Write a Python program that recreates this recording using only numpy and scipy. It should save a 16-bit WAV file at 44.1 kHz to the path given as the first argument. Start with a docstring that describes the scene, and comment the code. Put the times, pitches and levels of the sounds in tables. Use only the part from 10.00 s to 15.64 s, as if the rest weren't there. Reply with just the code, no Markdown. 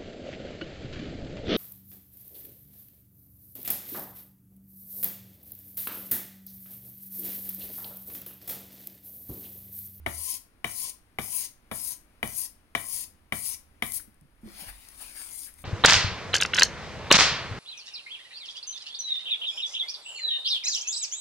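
"""Sanding an axe head

Eight times a sanding block clacks onto a steel axe head, which rings and thuds into the workbench,
and is pushed off the edge, its grit hissing, rasping and now and then snapping. Then the hands let go,
the handle bumps the bench, and a soft pad is fetched and brushed over the blade.
It all plays close up in a small room, over a soft rumble and low hums that come and go."""
import sys
import numpy as np
from scipy import signal
from scipy.fft import rfft, irfft, next_fast_len
from scipy.io import wavfile
from scipy.ndimage import uniform_filter1d, map_coordinates

SR = 44100
rng = np.random.default_rng(int(sys.argv[2]) if len(sys.argv) > 2 else 0)


def output_pcm(signal):
    """Save a mono or channel-first signal as 16-bit PCM at the path in sys.argv[1].

    Samples are clipped to [-1, 1] before scaling.
    """
    pcm = np.clip(np.atleast_2d(signal).T, -1, 1) * 32767
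    wavfile.write(sys.argv[1], SR, np.round(pcm).astype(np.int16))


N = 248718
TIME = np.arange(N) / SR

# the workshop's rumble: f/Hz, level/dB
RUMBLE_SPECTRUM = [(20, 2), (50, 0.5), (90, -2), (130, -9), (280, -9.5), (400, -18), (1400, -23),
                   (2500, -28.5), (5000, -30.5), (10000, -45), (16000, -49.5)]
# low hums: start/s, end/s, f/Hz, level/dB
LOW_HUMS = [(0, 0.203, 77, -42), (2.948, 3.8, 77.1, -62), (4.35, 5.64, 50, -62), (5.6, 5.64, 78, -53)]
# handle and hands bump the bench: t/s, level/dB, f/Hz, t60/s
BENCH_BUMPS = [(4.078, -45.5, 200, 0.066), (4.215, -46.5, 139, 0.19), (4.251, -53, 154, 0.057),
               (4.432, -38, 205, 0.19), (4.458, -36, 192, 0.083), (4.475, -43.5, 318.5, 0.12),
               (4.62, -41.5, 168, 0.076), (4.664, -46, 91, 0.14), (4.68, -42, 45.5, 0.34)]
# block, fingers or pad catch on an edge: middle t/s, level/dB, centre f/Hz, half length/s
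EDGE_SCUFFS = [(4, -53.5, 1470, 0.0056), (4.614, -53, 736, 0.031), (4.692, -51.5, 1770, 0.02),
               (5.023, -52.5, 740, 0.015), (5.485, -61.5, 1730, 0.019)]
# the hand slides over the bench for the pad: t/s, hiss/dB, rub/dB
FETCH_LEVELS = [(4.42, -69, -82), (4.474, -63, -57.5), (4.54, -53, -58.5), (4.606, -45, -49.5),
                (4.666, -48.5, -53), (4.692, -45.5, -49), (4.722, -56, -57), (4.762, -55, -60.5),
                (4.95, -51.5, -60.5)]
# the pad wipes the blade: t/s, hiss/dB, rub/dB
WIPE_LEVELS = [(4.965, -51, -67), (4.977, -47, -65), (5.013, -41.5, -52), (5.143, -48.5, -57.5),
               (5.171, -41.5, -53), (5.231, -38.5, -54.5), (5.281, -44.5, -55.5), (5.391, -37.5, -64),
               (5.469, -41, -61.5), (5.479, -47, -65), (5.549, -64, -74), (5.601, -52, -63),
               (5.63, -56, -75)]
# the airy brush of the pad, also the colour of snapping grains: f/Hz, level/dB
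BRUSH_SPECTRUM = [(1500, -31.5), (3500, -2), (6000, 5), (8500, 2), (10500, -3), (13000, -5.5),
                  (16000, -8.5)]
# the fuller rub of hand and pad: f/Hz, level/dB
RUB_SPECTRUM = [(100, -35), (300, -1), (450, -9), (720, -0.5), (1000, -1), (1500, -3.5), (2200, -1),
                (2800, -2), (5000, 2.5), (9000, -23)]
# single grains snap: t/s, level/dB
GRAIN_SNAPS = [(2.2755, -31), (2.4165, -26), (3.8645, -31), (3.9205, -24), (4.144, -57), (4.211, -55),
               (4.887, -36), (5.540, -46), (5.591, -50)]
# the block lands: t/s, level/dB, relative bench thud/dB, relative block ring/dB,
# relative blade ring in the next stroke/dB, hardness/(dB per octave)
BLOCK_LANDINGS = [(0.0627, -15, -19.5, -3, 0, -2), (0.644, -15.5, -19, 0, -0.5, 0.7),
                  (1.186, -17, -15, -2.5, -4.5, -0.1), (1.714, -18.5, -18.5, -9.5, -5.5, -1.5),
                  (2.229, -15, -15.5, -1, -3.5, -1.25), (2.751, -13, -21, 1, 1.5, 2),
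                  (3.323, -16, -15, 0, -3, 0), (3.823, -14, -20, 0.5, -9, 1.5)]
# the clack of block on steel: f/Hz, level/dB
CLACK_SPECTRUM = [(60, -14.5), (220, 0), (450, -11), (650, 3.5), (1050, -8.5), (1300, -6.5), (1750, -10),
                  (2250, -12), (2750, -24), (3300, -6.5), (3750, -7.5), (4300, -19.5), (5600, -17),
                  (8000, -29), (15000, -46)]
# the block's ring, damped by the fingers: f/Hz, level/dB, t60/s
BLOCK_MODES = [(1066, -5.5, 0.011), (1980, -1, .012), (2292, -1, 0.014), (3030, -4.5, 0.013),
               (6690, -30.5, 0.018)]
# the ring of the axe head on the bench: f/Hz, level/dB, t60/s
AXE_MODES = [(699, -15, 0.081), (920, -41, 0.03), (1086, -27, 0.22), (1165, -19, 0.11), (1730, -26, 0.13),
             (1870, -50, 0.12), (2050, -29, 0.055), (2280, -31, 0.081), (2416, -31, 0.22),
             (2917, -18, 0.045), (3540, -50, .04)]
# the thud of the bench top: f/Hz, level/dB, t60/s
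BENCH_MODES = [(56, -10.5, 0.25), (92.8, -15.5, 0.38), (125.6, -7, 0.31), (155.6, -8, 0.2),
               (226.4, 2.5, 0.072), (257, -4, 0.066), (332, -11, 0.14), (393, -5, .06), (478.5, -7, 0.07)]
# the push after each landing: speeds up/s, fastest/s, leaves the steel/s,
# hiss/dB, rasp/dB, starting pressure/dB
SANDING_STROKES = [(0.108, 0.303, 0.37, -32.5, -47, -3), (0.728, 0.804, 0.9, -33, -46.5, 0),
                   (1.286, 1.37, 1.458, -30, -46, -0.5), (1.824, 1.877, 1.936, -32, -49.5, 3.5),
                   (2.324, 2.39, 2.461, -31, -47.5, -3), (2.872, 2.929, 3.039, -31.5, -48, -1.5),
                   (3.424, 3.462, 3.544, -30, -46, 0), (3.915, 3.955, 3.982, -29, -49, -1.5)]
# the grit's fine hiss: f/Hz, level/dB
HISS_SPECTRUM = [(3000, -46), (7000, -0.5), (8500, 2.5), (10000, 1), (12000, -1), (16000, -4)]
# the grit's coarse rasp: f/Hz, level/dB
RASP_SPECTRUM = [(150, -9.5), (480, -23.5), (900, -18), (1500, -20.5), (2800, -13), (3900, -6.5), (4900, 1),
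                 (5600, -0.5), (6600, 0.5), (7800, -7.5), (9500, -21), (16000, -43)]
# blade resonances stirred by the grit: f/Hz, level/dB, t60/s
BLADE_MODES = [(696, -6, 0.045), (1056, 2, 0.053), (1860, -1, 0.015)]
# a stroke's stages, relative to its fastest moment: touch/dB, creep/dB, edge/dB, lifted/dB
HISS_STAGES, RASP_STAGES = (-15, -8.5, -7.5, -54), (-20, -8.5, -2, -35)
# the room's decay: f/Hz, t60/s
ROOM_DECAY = [(150, 0.34), (600, 0.35), (2300, 0.32), (10000, 0.26)]
# how alike left and right are for rubbing and rumble: f/Hz, likeness/(0-1)
STEREO_LIKENESS = [(60, 0.9), (250, 1), (1500, 0.25), (4200, 0.12), (7000, 0.7), (14000, 0.55)]
# the near, left microphone port's lift over the right: f/Hz, level/dB
LEFT_PORT_EQ = [(130, -4), (280, 1.5), (600, 2.5), (1100, 4.5), (2300, 9), (4000, 0.5), (7600, 1),
                (9000, 20), (9750, 19), (10100, 19), (10700, 23), (12000, 16.5), (14000, 15), (15300, 17)]


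def amp(db):
    """Decibels to gain."""
    return 10 ** (np.asarray(db) / 20)


def unit(x):
    """x at rms 1."""
    return x / np.sqrt(np.mean(x ** 2) + 1e-20)


def along(points, hz):
    """A curve of (f/Hz, value) points, read on a log axis."""
    f, v = np.transpose(points)
    return np.interp(np.log(hz + 1), np.log(f + 1), v)


def faders(rows):
    """One smooth gain curve for each dB column, silent outside the table."""
    times, *columns = np.transpose(rows)
    gate = (TIME > times[0] - .008) * (TIME < times[-1] + .008)
    return [uniform_filter1d(amp(np.interp(TIME, times, db)) * gate, size=300) for db in columns]


def wobble(rate):
    """A smooth random curve, rate knots a second."""
    return map_coordinates(rng.standard_normal(int(N * rate / SR) + 4), [TIME * rate])


def filtered(x, response):
    """x shaped by a frequency response."""
    size = next_fast_len(N + SR // 4)
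    return irfft(rfft(x, size) * response(np.fft.rfftfreq(size, 1 / SR)), size)[..., :N]


def tight_pulse(spectrum, size=4096):
    """The shortest pulse that has this spectrum (minimum phase)."""
    cepstrum = irfft(np.log(amp(along(spectrum, np.fft.rfftfreq(size, 1 / SR)))))
    cepstrum[1:size // 2] *= 2
    cepstrum[size // 2 + 1:] = 0
    return irfft(np.exp(rfft(cepstrum)))


def add(track, s, x):
    """Mix x into track at time s."""
    i = max(round(s * SR), 0)
    track[..., i:i + x.shape[-1]] += x[..., :N - i]


def spread(pair, spectrum):
    """Two unrelated signals become one coloured, partly alike stereo sound of rms 1."""
    def mid_side_eq(hz):
        width = np.arccos(np.clip(along(STEREO_LIKENESS, hz), 0, 1)) / 2
        return amp(along(spectrum, hz)) * [np.cos(width), np.sin(width)]
    mid, side = filtered(pair, mid_side_eq)
    return unit(np.array([mid + side, mid - side]))


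def patchy(x, depth_db):
    """The contact patch keeps changing, so narrow bands swell and fade on their own."""
    bands = signal.stft(x, nperseg=512)[2]
    swell = uniform_filter1d(rng.standard_normal(bands.shape[1:]), size=3, axis=0)
    swell = uniform_filter1d(swell, size=16, axis=1)
    return signal.istft(bands * amp(depth_db * unit(swell)), nperseg=512)[1][:, :N]


def friction(spectrum, rate, grain_db, flutter_db, patchy_db):
    """Tiny contacts blur into a rush; rate larger grains a second stick out; the pressure flutters."""
    catches = (rng.random(N) < rate / SR) * rng.exponential(size=N)
    grains = uniform_filter1d(catches, size=24) * rng.standard_normal((2, N))
    contacts = rng.standard_normal((2, N)) + amp(grain_db) * unit(grains)
    rush = spread(patchy(contacts, patchy_db), spectrum)
    return unit(rush * amp(flutter_db * (wobble(90) + wobble(400))))


def ring(modes, t, attack_s):
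    """Damped modes, at new strengths and slightly new pitches for every blow."""
    hz, db, t60 = np.transpose(modes)[:, :, None]
    vary_db, detune, phase = rng.standard_normal((3, len(modes), 1))
    waves = np.sin(2 * np.pi * (hz * (1 + 0.0095 * detune) * t + phase))
    return np.sum(amp(db + vary_db - 60 * t / t60) * waves, 0) * (1 - np.exp(-t / attack_s))


def room_tone(rumble_db=-61, fade_db_per_s=214):
    """Wavering low hums fade in and out over the soft rumble of the workshop."""
    out = amp(rumble_db) * spread(rng.standard_normal((2, N)), RUMBLE_SPECTRUM) * amp(wobble(5.81))
    waver = .5 * wobble(7)
    for start, end, hz, db in LOW_HUMS:
        outside_s = np.abs(TIME - np.clip(TIME, start, end))
        out += amp(db - fade_db_per_s * outside_s) * np.sin(2 * np.pi * hz * TIME + waver)
    return out


def bumps(thump_db=-8, sag=0.12):
    """Soft contacts thump and stir one low note of the wood, which sags as the pressure eases."""
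    out, t = np.zeros((2, N)), np.arange(SR // 3) / SR
    for s, db, hz, t60 in BENCH_BUMPS:
        lowpass = signal.butter(2, hz, fs=SR, output="sos")
        thump = unit(signal.sosfilt(lowpass, rng.standard_normal((2, len(t)))))
        pitch_hz = hz * (1 + sag * np.exp(-t / 0.021))
        tone = np.sin(2 * np.pi * np.cumsum(pitch_hz) / SR)
        envelope = amp(db - 60 * t / t60) * (1 - np.exp(-t / 0.002))
        add(out, s, envelope * (tone + amp(thump_db) * thump))
    return out


def scuffs():
    """A brief catch of soft on hard: a hollow burst that swells and dies."""
    out = np.zeros((2, N))
    for s, db, hz, half_s in EDGE_SCUFFS:
        hollow = [(hz / 2, -20), (hz, 0), (hz * 2, -20)]
        swell = amp(db) * np.exp(-((TIME - s) / half_s) ** 2)
        out += swell * spread(rng.standard_normal((2, N)), hollow)
    return out


def wiping(brush_db=-11, rub_db=0):
    """Hand and soft pad slide over bench and blade: an airy brush on top of a fuller rub."""
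    brush_gain, rub_gain = np.add(faders(FETCH_LEVELS), faders(WIPE_LEVELS))
    brush = friction(BRUSH_SPECTRUM, rate=140, grain_db=-11.5, flutter_db=0.74, patchy_db=3.5)
    rub = friction(RUB_SPECTRUM, rate=140, grain_db=-8.5, flutter_db=0.7, patchy_db=3.5)
    return amp(brush_db) * brush_gain * brush + amp(rub_db) * rub_gain * rub


def snaps(trim_db=-7, t60=.012):
    """A grain catches and lets go with a tiny, bright tick."""
    out, t = np.zeros((2, N)), np.arange(SR // 50) / SR
    for s, db in GRAIN_SNAPS:
        add(out, s, amp(db + trim_db - 60 * t / t60) * rng.standard_normal((2, len(t))))
    return filtered(out, lambda hz: amp(along(BRUSH_SPECTRUM, hz)))


def clack_pulse(hardness):
    """The transient of one landing, peak 1: the harder the contact, the brighter."""
    pulse = tight_pulse([(hz, db + hardness * np.log2(hz)) for hz, db in CLACK_SPECTRUM])
    return pulse / np.abs(pulse).max()


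def landings(clack_db=-8, crack_db=-27, block_db=1, scatter_db=-1, axe_db=-8, bench_db=1):
    """The hard block clacks; the held axe head rings briefly and thuds into the bench."""
    out, t = np.zeros((2, N)), np.arange(SR // 3) / SR
    for s, db, thud_db, ring_db, _, hardness in BLOCK_LANDINGS:
        clack = clack_pulse(hardness)
        add(out, s, amp(db + clack_db) * clack)
        # grit is crushed in the first few milliseconds
        add(out, s, amp(db + crack_db - 60 * t / 0.0087) * rng.standard_normal((2, len(t))))
        add(out, s, amp(db + block_db + ring_db) * ring(BLOCK_MODES, t, attack_s=0.0015))
        # bench top, hands and tools scatter the clack for a few hundredths of a second
        scatter = rng.standard_normal((3, len(t))) * amp(-60 * t / 0.1) * (1 - np.exp(-t / 0.001))
        scatter = scatter[2] + 2.7 * scatter[:2]  # a centre under a wide pair
        scatter /= np.linalg.norm(scatter[0])
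        add(out, s, amp(db + scatter_db) * signal.fftconvolve(scatter, clack[None], axes=1))
        add(out, s, amp(db + axe_db) * ring(AXE_MODES, t, attack_s=0.00068))
        add(out, s, amp(db + thud_db + bench_db) * ring(BENCH_MODES, t, attack_s=0.0034))
    return out


def stroke_gain(start, speeds_up, fastest, leaves, press_db, stages, bite_s=0.036, lift_s=0.053):
    """One stroke's envelope: the grit bites, the block creeps, speeds up, runs off the edge and lifts."""
    touch_db, creep_db, edge_db, lifted_db = stages
    times = [start, start + bite_s, speeds_up, fastest, leaves, leaves + lift_s]
    levels_db = [touch_db, creep_db + press_db, creep_db + press_db, 0, edge_db, lifted_db]
    gate = (TIME > start) * (TIME < leaves + lift_s)
    return amp(np.interp(TIME, np.maximum.accumulate(times), levels_db)) * gate


def sanding(hiss_trim_db=-12, rasp_trim_db=5, blade_db=-11, uneven_db=0.57):
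    """Grit cuts the steel: a fine hiss, and a coarser rasp that also stirs the blade's resonances."""
    starts, *_, freedom_db, _ = np.transpose(BLOCK_LANDINGS)
    hiss_gain, rasp_gain = np.zeros((2, N))
    for start, (*moments, hiss_db, rasp_db, press_db) in zip(starts, SANDING_STROKES):
        hiss_gain += amp(hiss_db) * stroke_gain(start, *moments, press_db, HISS_STAGES)
        rasp_gain += amp(rasp_db) * stroke_gain(start, *moments, press_db, RASP_STAGES)
    hiss = friction(HISS_SPECTRUM, rate=220, grain_db=-12, flutter_db=1.1, patchy_db=2.5)
    rasp = friction(RASP_SPECTRUM, rate=520, grain_db=-10.5, flutter_db=0.8, patchy_db=2.5)
    blade_ping = ring(BLADE_MODES, np.arange(SR // 10) / SR, attack_s=0.00028)
    blade = unit(signal.fftconvolve(rasp, blade_ping[None], axes=1)[:, :N])
    # the grip on the axe, and so the freedom of the blade to ring, changes from stroke to stroke
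    freedom = amp(freedom_db)[np.maximum(np.searchsorted(starts, TIME) - 1, 0)]
    ringing_rasp = amp(rasp_trim_db) * rasp + amp(blade_db) * freedom * blade
    hand_pressure = amp(uneven_db * wobble(rate=35))
    return hand_pressure * (amp(hiss_trim_db) * hiss_gain * hiss + rasp_gain * ringing_rasp)


def room(x, wet_db, echo_db, echo_s):
    """A short diffuse tail and one slap from a wall."""
    hz, t, bands = signal.stft(rng.standard_normal((2, SR // 2)), SR, nperseg=256)
    envelope = amp(-60 * t / along(ROOM_DECAY, hz)[:, None]) * (1 - np.exp(-t / 0.0063))
    tail = signal.istft(bands * envelope, SR, nperseg=256)[1]
    diffuse = signal.fftconvolve(x, tail / np.linalg.norm(tail[0]), axes=1)[:, :N]
    slap = filtered(x, lambda hz: np.exp(-2j * np.pi * hz * echo_s))
    return amp(wet_db) * diffuse + amp(echo_db) * slap


def scene():
    """The work on the bench and its reverb, over the room tone."""
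    work = landings() + sanding() + snaps() + wiping() + scuffs() + bumps()
    return work + room(work, wet_db=-11, echo_db=-23.0, echo_s=.045) + room_tone()


def record(dry, lag_ms=0.11, top_hz=15900):
    """The left port rings in the high treble, the right hears a touch later; the top is cut steeply."""
    left = signal.fftconvolve(dry[0], tight_pulse(LEFT_PORT_EQ))[:N]
    right = filtered(dry[1], lambda hz: np.exp(-2j * np.pi * hz * lag_ms * 1e-3))
    return filtered(np.array([left, right]), lambda hz: 1 / np.sqrt(1 + (hz / top_hz) ** 240))


dry = scene()
out = record(dry)
output_pcm(out)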